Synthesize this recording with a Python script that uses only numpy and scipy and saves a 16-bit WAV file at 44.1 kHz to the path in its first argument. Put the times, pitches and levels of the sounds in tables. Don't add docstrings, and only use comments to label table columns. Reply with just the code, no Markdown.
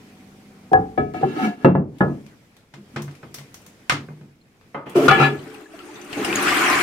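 import sys
import numpy as np
from scipy import signal
from scipy.fft import rfft, irfft, next_fast_len
from scipy.io import wavfile
from scipy.ndimage import uniform_filter1d

SR = 44100
rng = np.random.default_rng(int(sys.argv[2]) if len(sys.argv) > 2 else 0)


def ratio_of_db(decibels):
    return 10 ** (np.asarray(decibels, float) / 20)


def generate_wav(signal):
    frames = np.transpose(np.atleast_2d(signal))
    scaled = np.clip(frames, -1, 1) * 32767
    pcm = np.round(scaled).astype(np.int16)
    wavfile.write(sys.argv[1], SR, pcm)


N = 300762

# start_s, peak_db, thud_rel_db, crack_rel_db
LATCH = [
    (0.716, -20, 13.5, -61),
    (0.732, 4.5, -11, -74.5),
]
BOLT = [
    (0.975, -8, 2.5, -30),
    (1.142, -21, -2, -15),
]
DOOR = [
    (1.646, -2, 1, -48),
    (1.752, -13.5, 6.1, -63.5),
]
SHUT = [
    (2.0052, -5.5, -0.63, -65.5),
]
SEAT = [
    (2.737, -35.5, 1, -7),
    (2.96, -18.5, -0.5, -16),
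    (3.078, -34.5, 1, -22),
    (3.229, -32, 2.5, -25),
    (3.897, -5, -29.5, -13),
    (3.92, -22.5, 7, -2),
    (4.085, -34, 3.5, -59),
    (4.211, -46, 14, -16),
]
# pitch_hz, level_db, t60_s
CUBICLE = [(109, -24.5, 0.48), (142.6, 8.5, 0.8), (182.1, -4.5, 0.63), (235, -9, 0.32), (270.6, -3, 0.9),
           (355, -2.5, 0.23), (409.7, -6, 0.69), (438.3, -9.5, 0.55)]
# freq_hz, likeness (0-1)
ALIKE = [(30, 0.29), (80, 0.97), (150, 0.99), (300, 0.92), (600, 0.72), (1500, 0.02), (8000, 0.019)]
# time_s, effort_db
SUCK = [
    (4.86, -15),
    (4.9, -9.5),
    (4.945, -11),
    (4.96, 8),
    (5.01, 5),
    (5.07, 9),
    (5.1, -13.5),
]
# full_effort_db, growth_db_per_db
SUCK_LAWS = [
    (-37, 1.2),
    (-41, 0.26),
    (-37.5, 0.8),
    (-46.5, 1.34),
]
# time_s, effort_db
FLOW = [
    (5.26, -28),
    (5.6, -28),
    (5.68, -34),
    (5.75, -28.5),
    (6.09, -25),
    (6.13, -20),
    (6.24, -14.5),
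    (6.5, -5.5),
    (6.82, -5.5),
]
# full_effort_db, growth_db_per_db
FLOW_LAWS = [
    (-18.5, 0.84),
    (-14.5, 1.255),
    (-27.5, 1.103),
    (-32.5, 2.3),
]


def unit(x):
    return x / np.sqrt(np.mean(x ** 2) + 1e-20)


def along(points, hz):
    f, v = np.transpose(points)
    return np.interp(np.log(hz + 1), np.log(f + 1), v)


def pair(size):
    hz, t, z = signal.stft(rng.standard_normal((2, size)), SR, nperseg=256)
    return hz[:, None], t, z


def blend(a, b, hz):
    turn = np.arccos(np.clip(along(ALIKE, hz), 0, 1)) / 2
    mid, side = np.cos(turn) * a, np.sin(turn) * b
    return np.array([mid + side, mid - side])


def filtered(x, gain):
    m = next_fast_len(N + 4096)
    return irfft(rfft(x, m) * gain(np.fft.rfftfreq(m, 1 / SR)), m)[:, :N]


def no_deep_bass(hz):
    return 1 / (1 + 95 / (1j * hz + 0.00077)) ** 3


def shape(spectrum):
    return lambda hz: ratio_of_db(along(spectrum, hz))


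def peaks(modes, between_db):
    low_hz, high_hz = modes[0][0], modes[-1][0]

    def half_width_hz(t60):
        return np.log(1000) / (2 * np.pi * np.clip(t60, .05, .5))

    def gain(f):
        low_cut = 1 + (0.099 * low_hz / (f + 1)) ** 4
        high_cut = 1 + (f / (0.066 * high_hz)) ** 2
        total = ratio_of_db(between_db) / low_cut / high_cut
        for hz, db, t60 in modes:
            half = half_width_hz(t60)
            total = total + ratio_of_db(db) * half / np.abs(f - hz + 1j * half)
        return total
    return gain


def rush(gain, patchy_db):
    m = next_fast_len(N)
    _, _, z = pair(m)
    field = uniform_filter1d(rng.standard_normal(z.shape[1:]), 3, 0)
    field = unit(uniform_filter1d(field, 12, 1))
    a, b = rfft(signal.istft(z * ratio_of_db(patchy_db * field), nperseg=256)[1], m)
    hz = np.fft.rfftfreq(m, 1 / SR)
    return unit(irfft(gain(hz) * blend(a, b, hz), m)[:, :N])


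def driven(effort, laws):
    s, db = np.transpose(effort)
    t = np.arange(N) / SR
    active = (t >= s[0]) * (t <= s[-1])
    effort_db = np.interp(t, s, db)
    return np.array([ratio_of_db(top_db + growth * effort_db) * active for top_db, growth in laws])


def add(out, s, x, db, pan_db):
    part = out[:, round(s * SR):][:, :x.shape[1]]
    part += (x * ratio_of_db(db + pan_db * np.array([[.5], [-.5]])))[:, :part.shape[1]]


def ring(modes, t, stretch, tilt_db):
    hz, db, t60 = np.transpose(modes)[:, :, None, None]
    strength, lag, beat = rng.standard_normal((3, len(modes), 1, 1))
    unlike = np.arccos(np.clip(along(ALIKE, hz), 0, 1))
    phase = 1.03 * unlike * lag * np.array([[.5], [-.5]])
    decay_db = 60 * t / (np.minimum(t60, .5) * stretch)
    fade = ratio_of_db(db + strength + tilt_db * np.log2(hz / 800) - decay_db)
    sign = np.where(np.diff(hz, axis=0, prepend=0) < hz / 50, -1, 1)
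    flutter = 1 + .3 * np.sin(90 * beat * t)
    x = (sign * flutter * fade * np.sin(2 * np.pi * hz * t + phase)).sum(axis=0)
    return x / np.abs(x).max()


def tail(colour, stretch, size):
    # freq_hz, t60_s
    tile_decay = [(100, 0.71), (500, 0.29), (2000, 0.24), (5000, 0.22), (14000, 0.17)]
    hz, t, (a, b) = pair(size + 256)
    decay_db = 60 * np.maximum(t - 128 / SR, 0) / (along(tile_decay, hz) * stretch)
    z = blend(a, b, hz) * ratio_of_db(along(colour, hz) - decay_db)
    return signal.istft(z, nperseg=256)[1][:, 128:size + 128]


def blows(events, modes, ring_db, scatter_db, soft_s, boom_tilt_db, stretch, pan_db, hump_db=14):
    out, t = np.zeros((2, N)), np.arange(int(.45 * SR)) / SR
    rise = 1 - np.exp(-(t / soft_s) ** 2)
    direct = 1 + .55 * np.exp(-t / .005)
    for s, db, thud_db, crack_db in events:
        colour = [(1, thud_db), (250, thud_db + hump_db), (1200, 0.016),
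                  (3000, crack_db / 2), (7000, crack_db - 5), (16000, crack_db - 26)]
        snap = ratio_of_db(crack_db - 60 * t / 0.0062) * rng.standard_normal(len(t))
        body = ratio_of_db(ring_db) * ring(modes, t, stretch, 0.056 * (crack_db + 16.5))
        body += ratio_of_db(scatter_db) * tail(colour, stretch, len(t))
        add(out, s, rise * direct * body + 0.05 * snap, db, pan_db)
        add(out, s, rise * ring(CUBICLE, t, 0.8, boom_tilt_db), db + thud_db, 0)
    return out


def ticks(events, skirt_db, stretch, pan_db, wide, tone):
    out, t = np.zeros((2, N)), np.arange(int(.2 * SR)) / SR
    direct = 1 + 1.5 * np.exp(-t / .004)
    for s, db, hz in events:
        colour = [(hz / 5, 0.98 * skirt_db), (hz / wide, skirt_db), (hz, 0),
                  (hz * wide, skirt_db), (hz * 4, 2 * skirt_db), (hz * 8, 4.2 * skirt_db)]
        click = ratio_of_db(-60 * t / .012) * (1 - np.exp(-t * hz / 2)) * np.sin(2 * np.pi * hz * t)
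        add(out, s, tone * click + ratio_of_db(9) * direct * tail(colour, stretch, len(t)), db, pan_db)
    return out


def notes(rows, pan_db):
    out, t = np.zeros((2, N)), np.arange(int(.4 * SR))[None] / SR
    for s, db, hz, life_s, glide in rows:
        u = t / life_s
        waver = 1 + .25 * np.sin(2 * np.pi * hz / 45 * t)
        swell = 3 * u * np.exp(1 - 3 * u - u ** 3)
        add(out, s, waver * swell * np.sin(2 * np.pi * hz * t * (1 + glide * u / 2)), db, pan_db)
    return out


def rubbing(drive, modes, hollow, ring_db, boom_db, rasp_db, boom_tilt_db, patchy_db, between_db):
    # freq_hz, level_db
    rasp_spectrum = [(1470, -3.5), (2500, 2), (3230, -3.5), (3490, -6), (3600, -35), (4020, -34),
                     (16000, -45)]
    ringing, boom, rasp = drive
    tilted = [(hz, db + boom_tilt_db * np.log2(hz / 250), t60) for hz, db, t60 in hollow]
    x = ratio_of_db(ring_db) * ringing * rush(peaks(modes, between_db), patchy_db)
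    x += ratio_of_db(boom_db) * boom * rush(peaks(tilted, -13), patchy_db=-2)
    return x + ratio_of_db(rasp_db) * rasp * rush(shape(rasp_spectrum), patchy_db=2.5)


def air():
    # time_s,
    # effort_db
    stir = [(0, 0), (1.6, -3), (1.8, -10.5), (2.0, -1), (2.3, -2), (2.7, -4.5), (2.95, -0.5), (3.2, -1.5),
            (3.45, -0.5), (4.05, -1.5), (4.4, -5.5), (4.75, -3), (5.4, -25), (6.82, 2.5)]
    # full_effort_db, growth_db_per_db
    stir_laws = [
        (-51, 1.8),
        (-55, 1.9),
        (-59, 2),
    ]
    # pitch_hz, rms_db
    fan = [(199.2, -50.5), (247.6, -54.5), (387.6, -70), (759.0, -64)]
    # freq_hz, level_db_per_hz
    rumble_spectrum = [(53, -48.5), (90, -0.5), (230, -0.5), (473, -7.5), (528, -19.5), (600, -21.5),
                       (780, -22.5), (1320, -120)]
    murmur_spectrum = [(290, -29.5), (500, -5), (1030, -10), (2200, -10), (2450, -10), (3500, -26),
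                       (4550, -38), (7700, -120)]
    hiss_spectrum = [(1760, -39), (3000, -7), (4170, -10), (5140, -9.5), (13400, -18.5), (16000, -22.5)]
    shake_spectrum = [(8.8, -26.5), (15, -2), (27, 0), (92, -3.5), (110, -3.5), (140, -32), (240, -120)]
    fan_shut_s, fan_rumble_db, shake_db = 1.645, -71, -67.5
    wake_db, wake_t60_s = -17.5, 0.42

    t = np.arange(N) / SR
    fan_on = t < fan_shut_s
    rumble, murmur, hiss = driven(stir, stir_laws)
    rumble = rumble + ratio_of_db(fan_rumble_db) * fan_on
    for s, db, thud_db, _ in LATCH + BOLT + DOOR + SHUT + SEAT:
        onset = np.clip((t - s) / 0.024, 0, 1)
        rumble += onset * ratio_of_db(db + thud_db + wake_db - 60 * np.abs(t - s) / wake_t60_s)
    hiss = hiss + driven(SUCK, SUCK_LAWS)[-1] + driven(FLOW, FLOW_LAWS)[-1]
    lines = np.zeros(N)
    for hz, db in fan:
        drift = np.cumsum(rng.normal(0, 0.025, N))
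        lines += ratio_of_db(db + 1) * np.sin(2 * np.pi * hz * t + drift)
    x = rumble * rush(shape(rumble_spectrum), patchy_db=0)
    x += murmur * rush(shape(murmur_spectrum), patchy_db=2)
    x += ratio_of_db(shake_db) * rush(shape(shake_spectrum), patchy_db=0)
    return x + hiss * rush(shape(hiss_spectrum), patchy_db=1.2) + lines * fan_on


def deep_sway():
    # start_s, level_db, pitch_hz, t60_s
    sway = [
        (0.731, -35, 58.7, 0.78),
        (.98, -33, 60, 0.42),
        (1.652, -39, 60.7, 0.15),
        (3.899, -32.5, 51.3, 0.11),
    ]
    out, t = np.zeros((2, N)), np.arange(SR)[None] / SR
    for s, db, hz, t60 in sway:
        add(out, s, ratio_of_db(-60 * t / t60) * (1 - np.exp(-t / .01)) * np.sin(2 * np.pi * hz * t), db, 0)
    return out


def small_ticks():
    # start_s, peak_db, pitch_hz
    tick_events = [(2.2638, -51.5, 2370), (2.5664, -56, 3680), (3.0205, -44.5, 6040), (3.1113, -51.5, 2300),
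                   (3.1512, -51, 2410), (3.3428, -37.5, 5600), (3.3851, -40, 2050), (3.5428, -44.5, 5900),
                   (3.6636, -50, 6500), (4.612, -54, 1175), (4.8963, -51, 9000), (3.345, -48, 12800),
                   (3.617, -60, 8000), (1.985, -54.5, 3360)]
    return ticks(tick_events, skirt_db=-7.5, stretch=1.29, pan_db=3, wide=1.18, tone=0.15)


def first_contacts():
    # start_s, peak_db, pitch_hz
    snaps = [
        (.7315, -26.5, 2560),
        (1.6462, -35, 4370),
        (3.8965, -7.5, 2420),
    ]
    return ticks(snaps, skirt_db=-13.5, stretch=0.091, pan_db=2, wide=1.08, tone=0.54)


def door():
    # pitch_hz, level_db, t60_s
    panel = [(517, -14, .2), (612, -18, .1), (714, -18, .3), (759, 0, .25), (802, -8, .3), (867, -20, .24),
             (1109, -26, .14), (1270, -27, .2), (1676, -8, .17), (1698, -8, .2), (2300, -34, .15),
             (2720, -36, .15)]
    strike = [(597, -0.5, 0.13), (640, -9, 0.64), (736, 7, 0.32), (1280, -7.5, 0.38), (1700, -10.5, 0.38),
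              (2290, -16.5, 0.35), (2780, -30, 0.49), (3410, -31, 0.26)]
    slab = [(533, -1.5, .2), (670, -4, .25), (860, 0, .13), (1290, -7, .16), (1400, -8, .14),
            (1700, -4, .12), (2010, -18, .1), (2260, -20, .15), (2720, -15, .2), (3900, -34, .1)]
    jamb = [(519, -6, .14), (677, -10, .2), (830, -3, .16), (1276, -2.5, .25), (1416, -4, .16),
            (1690, 2.5, .2), (1780, 1.5, .12), (3025, -19, .14), (3300, -24, .1), (3720, -25, .08)]
    scrape = [(755, 12, .2), (880, 4, .15), (1280, 5, .2), (1385, 6, .2), (1690, 12, .25), (2090, -5, .25),
              (2270, 3, .18), (2710, 3, .2), (3030, -3, .25), (3395, -11, .2), (3715, -12, .25),
              (3905, -10, .25), (4305, -12, .2),
              (4510, -16, .3), (4900, -17, .2), (5620, -18, .2), (5900, -19, .2), (6725, -15, .3),
              (9405, -16, .3)]
    leaf = [(180, -9, 0.12), (235, -4, 0.18), (290, 0.5, 0.12), (345, -11.5, 0.1), (430, -15.5, 0.16)]
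    # start_s, peak_db, thud_rel_db, crack_rel_db
    catch = [
        (1.212, -27, 4, -19),
        (1.23, -17, 8, -45),
    ]
    # time_s, effort_db
    drag = [
        (1.138, -16),
        (1.154, -11),
        (1.21, -14),
        (1.28, -11.5),
        (1.35, -9.5),
        (1.39, -3.5),
        (1.455, 0.5),
        (1.57, -24),
        (1.64, -15),
    ]
    # full_effort_db, growth_db_per_db
    drag_laws = [
        (-24.5, 1.12),
        (-19.5, 0.9),
        (-48.5, 2.1),
    ]
    # start_s, peak_db, pitch_hz, life_s, glide_ratio
    creaks = [(.715, -17, 760, .022, 0), (1.227, -11, 775, .03, 0), (1.145, -29, 320, .05, 0),
              (1.245, -20, 385, .07, -.03), (1.385, -26, 765, .04, 0), (1.425, -14, 225, .05, -.03),
              (1.437, -24, 755, .035, -.04), (1.455, -29, 716, .1, 0), (1.465, -17, 205, .05, 0),
              (1.422, -25, 1690, .04, 0), (.737, -25, 1690, .07, 0), (.983, -24, 1280, .045, 0),
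              (.976, -25, 1690, .045, 0), (.976, -16, 750, .04, 0), (.776, -16, 760, .055, 0),
              (1.14, -38, 2290, .07, 0)]
    booms = [
        (1.646, -13, 178.3, 0.14, 0.042),
        (1.646, -10, 368.5, 0.061, -0.04),
        (1.77, -9.5, 174.7, 0.047, 0.026),
        (2.005, -12.5, 177, 0.036, -0.024),
        (2.07, -26.5, 239, 0.091, -0.019),
        (.79, -20.5, 180, 0.052, -0.00036),
    ]
    lag_samples = 11

    x = blows(LATCH, panel, ring_db=-3.5, scatter_db=-14, soft_s=0.0021, boom_tilt_db=14,
              stretch=1.08, pan_db=2.7)
    x += blows(BOLT, strike, ring_db=-0.26, scatter_db=-12.5, soft_s=0.0024, boom_tilt_db=7.9,
               stretch=0.87, pan_db=5.6)
    x += blows(DOOR, slab, ring_db=-2, scatter_db=-2.76, soft_s=0.00035, boom_tilt_db=0.14,
               stretch=1, pan_db=0.36)
    x += blows(SHUT, jamb, ring_db=-1.2, scatter_db=-0.92, soft_s=0.0019, boom_tilt_db=-5.5,
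               stretch=1, pan_db=0.65)
    x += rubbing(driven(drag, drag_laws), scrape, leaf, ring_db=-1.3, boom_db=-1, rasp_db=-20.5,
                 boom_tilt_db=0.3, patchy_db=1.8, between_db=-16.5)
    x += blows(catch, panel, ring_db=-2, scatter_db=-0.5, soft_s=0.0015, boom_tilt_db=3.5,
               stretch=0.53, pan_db=2.1)
    x += notes(creaks, 1.5) + notes(booms, 0.3)
    return np.array([x[0], np.roll(x[1], lag_samples)])


def seat():
    # pitch_hz, level_db, t60_s
    plastic = [(1257, 1.5, 0.19), (1532, 16.5, 0.031), (1760, 6, 0.099), (2100, 2, 0.2), (2490, 1, 0.14),
               (2450, -30, 0.31), (2780, -11, 0.15), (3680, -39, 0.16), (5410, -9.5, 0.18)]
    # start_s, peak_db, pitch_hz, life_s, glide_ratio
    bumps = [(2.77, -40, 203, 0.093, 0.0084), (2.77, -46, 345, 0.061, 0.0011), (2.935, -37, 245, 0.034, 0),
             (2.957, -33, 348, 0.11, 0), (2.96, -29.5, 215, 0.093, 0.0042), (3.0, -26, 143, 0.15, 0.0048),
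             (3.378, -34.5, 141, 0.086, 0), (3.915, -30, 290, 0.093, 0.0033),
             (4.085, -30.5, 149.4, 0.11, 0), (4.21, -45, 148, .08, 0), (4.412, -58, 4200, .014, 0)]
    x = blows(SEAT, plastic, ring_db=-1.2, scatter_db=0.18, soft_s=0.0014, boom_tilt_db=-5,
              stretch=1, pan_db=1, hump_db=1.5)
    return x + notes(bumps, 0.3)


def cistern():
    # pitch_hz, level_db, t60_s
    linkage = [(300, -17, 0.038), (558, 0.5, 0.3), (770, -19, 0.38), (1030, -21, 0.18), (1250, -0.5, 0.82),
               (1770, -22, 0.085), (2070, 1, 0.17), (3100, -11, 0.11)]
    siphon = [(297, -18, 0.38), (342, -6, 0.097), (410, -6, 0.17), (585, -14, 0.058), (688, -12, 0.14),
              (1130, -14, 0.052)]
    tank = [(781, 3, .3), (921, -6, .35), (1225, -4, .15), (1335, 3, .09), (1373, -1, .2), (2078, -10, .2),
            (2342, -6, .2), (2498, -5, .24), (2681, -7, .25), (2830, -12, .3), (3390, -16, .3),
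            (3924, -19, .3), (4377, -22, .22)]
    ceramic = [(781, -6, .4), (850, -8, .3), (1087, -12, .3), (1180, -2, .4), (1244, -1, .17),
               (1424, 3, .2), (1949, -14, .3), (2320, -2, .3), (2659, -6, .24), (3004, -7, .45),
               (3400, -8, .3), (3924, -12, .2), (4382, -20, .4), (4780, -22.5, .17)]
    # start_s, peak_db, thud_rel_db, crack_rel_db
    lever = [
        (4.744, -13.5, -14.5, -47),
        (4.865, -24.5, -6, -37),
    ]
    plunge = [
        (4.952, -0.5, -7, -54),
        (5.028, -5.5, -1.5, -25),
        (6.169, -27.5, 1, 6),
    ]
    clank = [
        (5.082, -5.5, -1, -7.5),
        (5.112, 0.5, -16.5, -50),
    ]
    rebound = [
        (5.198, -6.5, -0.5, -16.5),
        (5.212, -8, 1.5, -11),
        (5.228, -4, -27, -15.5),
    ]
    # start_s, peak_db, pitch_hz, life_s, glide_ratio
    gulps = [
        (4.954, -5.5, 372, 0.041, -0.067),
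        (4.975, -20, 277.5, 0.079, -0.018),
        (4.985, -16, 585, 0.029, 0.052),
        (5.022, -11, 430, 0.026, -0.022),
        (5.04, -13.5, 272.3, 0.062, -0.05),
        (5.05, -16, 355, 0.054, -0.066),
    ]
    chimes = [(5.0815, -7, 1424, .022, 0), (5.0815, -11, 1240, .02, 0), (5.104, -14, 781, .06, 0),
              (5.2, -17, 1335, .03, 0), (5.228, -22, 781, .07, 0), (5.1, -17.5, 1707, .12, 0),
              (5.224, -16, 1707, .08, 0), (5.322, -38, 1707, .07, 0), (5.092, -21, 2325, .08, 0),
              (5.1, -27.5, 3004, .09, 0), (5.08, -30, 3400, .07, 0), (5.19, -28, 2720, .1, 0),
              (5.225, -37, 3924, .07, 0)]
    # time_s, effort_db
    slosh = [
        (5.08, -6),
        (5.09, 0),
        (5.184, -6),
        (5.226, -2.5),
        (5.26, -4.5),
        (5.356, -26.5),
        (5.5, -77),
    ]
    # full_effort_db, growth_db_per_db
    slosh_laws = [
        (-9, 1.04),
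        (-19.5, 0.4),
        (-21, 1.5),
    ]

    x = blows(lever, linkage, ring_db=-14, scatter_db=-0.65, soft_s=0.0019, boom_tilt_db=1.3,
              stretch=1.25, pan_db=0.3)
    x += blows(plunge, siphon, ring_db=-6.5, scatter_db=-14, soft_s=0.0048, boom_tilt_db=9.1,
               stretch=4.2, pan_db=0.71)
    x += notes(gulps, 1)
    x += blows(rebound, tank, ring_db=-1.9, scatter_db=-9.5, soft_s=0.0014, boom_tilt_db=-1.5,
               stretch=0.62, pan_db=2.7)
    x += blows(clank, ceramic, ring_db=-1.9, scatter_db=-6, soft_s=0.00018, boom_tilt_db=-2.8,
               stretch=0.44, pan_db=7.6)
    x += notes(chimes, 7.6)
    gulp = driven(SUCK, SUCK_LAWS)[:-1] + driven(slosh, slosh_laws)
    return x + rubbing(gulp, ceramic + tank, CUBICLE, ring_db=-4.5, boom_db=-1.8, rasp_db=-0.8,
                       boom_tilt_db=8.4, patchy_db=2.8, between_db=-10)


def splashes():
    # start_s, peak_db, pitch_hz
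    drops = [(5.5443, -33.5, 2630), (5.7912, -31, 2830), (6.1295, -18.5, 2700), (5.5423, -49.5, 11300),
             (5.8551, -51, 8600), (6.0147, -41.5, 6140), (6.2465, -16, 2826), (5.3927, -39, 3040),
             (5.9574, -37, 3610), (6.3281, -14.5, 2560), (6.4808, -14, 2710), (6.7287, -13, 2530),
             (6.2477, -25, 5250), (6.2485, -25.5, 9050), (6.3574, -19, 6780), (6.4258, -24, 9600),
             (6.4894, -24, 5020), (6.5694, -29.5, 8900), (6.7007, -24.5, 6160)]
    return ticks(drops, skirt_db=-19.5, stretch=0.73, pan_db=3.9, wide=1.102, tone=0.63)


def bubbles(count, mid_hz, spread, cycles, rise):
    when, tone, size, side = rng.random((count, 4)).T[:, :, None]
    hz = mid_hz * np.exp(spread * np.sqrt(12) * (tone - .5))
    k, start = np.arange(1024), int(FLOW[0][0] * SR)
    life = k / SR * hz / cycles
    envelope = ratio_of_db(-4 * np.log(size + 0.081)) * life * np.exp(-4 * life)
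    x = envelope * np.sin(2 * np.pi * cycles * life * (1 + rise * life))
    at = ((start + when * (N - start)).astype(int) + k).ravel()
    both = np.array([np.bincount(at, (x * w).ravel(), N + 1536)[:N] for w in (side, 1 - side)])
    return both / both[:, start:].std()


def water():
    # pitch_hz, level_db, t60_s
    bowl_modes = [(128, -12.5, 0.79), (204.4, -8.5, 0.37), (278.6, -1.5, 0.49), (311.6, -6, 0.068),
                  (355, 3, 0.58), (416.5, -21, 0.6), (426.4, -4.5, 0.35), (596, -17, 0.18),
                  (800, -15, 0.038)]
    # freq_hz, level_db_per_hz
    froth_spectrum = [(400, -56), (736, -0.5), (930, -11), (1230, -1), (1580, -1.5), (2570, -3),
                      (4500, -26.5), (9900, -120)]
    spray_spectrum = [(2060, -33), (3500, -1.5), (4050, -2), (9260, -7.5), (10600, -15.5), (15000, -18),
                      (16000, -30)]
    # start_s, peak_db, pitch_hz, life_s, glide_ratio
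    glugs = [(6.255, -33, 1404, 0.018, 0.045), (6.3, -24.5, 2330, 0.021, 0.018),
             (6.375, -27, 1146, 0.046, 0.068), (6.478, -24, 2398, .02, .05),
             (6.515, -18, 1162, 0.037, 0.067), (6.525, -20.5, 2130, 0.021, 0.022),
             (6.578, -31, 2480, 0.016, .02), (6.61, -20, 1455, 0.029, .03), (6.69, -22, 1043, 0.08, 0.015),
             (6.745, -19, 1755, 0.014, 0.06)]
    trickle = [(5.461, -38.5, 430, 0.1, 0.011), (5.54, -41.5, 800, 0.022, 0.051),
               (5.657, -43, 1700, 0.017, 0.0045), (6.168, -18.5, 290, 0.021, 0),
               (6.168, -43, 720, .03, 0.01), (5.735, -39, 653, 0.024, 0.033),
               (5.799, -41, 1346, 0.022, 0.0014), (5.885, -42.5, 855, 0.03, .03),
               (5.985, -49, 800, 0.026, .03)]
    # freq_hz, left_minus_right_db
    facing = [(60, -2), (240, -0.5), (950, 2.5), (3770, 1), (8500, 8), (15000, 13.5)]
    bowl_full_db, flood_s = -24.5, 6.171

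    bowl, froth, spray, _ = driven(FLOW, FLOW_LAWS)
    bowl = np.where(np.arange(N) < flood_s * SR, bowl, ratio_of_db(bowl_full_db))
    x = bowl * rush(peaks(bowl_modes, -13.5), patchy_db=-1)
    large = bubbles(count=2600, mid_hz=1800, spread=0.369, cycles=14, rise=0.036)
    x += froth * (1.01 * rush(shape(froth_spectrum), patchy_db=2.5) + 0.71 * large)
    x += notes(glugs + trickle, 0.3)
    fine = bubbles(count=500, mid_hz=7280, spread=0.39, cycles=19, rise=0.045)
    x += spray * (1.35 * rush(shape(spray_spectrum), patchy_db=3.5) + 0.5 * fine)

    def toward_left(hz):
        return ratio_of_db(along(facing, hz) * np.array([[.5], [-.5]]))
    return filtered(x, lambda hz: no_deep_bass(hz) * toward_left(hz))


def scene():
    knocks = small_ticks() + door() + seat() + cistern()
    background = air() + deep_sway()
    return background + filtered(knocks, no_deep_bass) + first_contacts() + splashes() + water()


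def roll_off(x):
    return signal.sosfilt(signal.butter(12, 16670, fs=SR, output="sos"), x)


def record(dry):
    clipped = dry / (1 + np.abs(dry) ** 20) ** (1 / 20)
    heard = filtered(clipped, lambda hz: 1 / (1 + (hz / 16000) ** 60))
    return roll_off(heard)


dry = scene()
out = record(dry)
generate_wav(out)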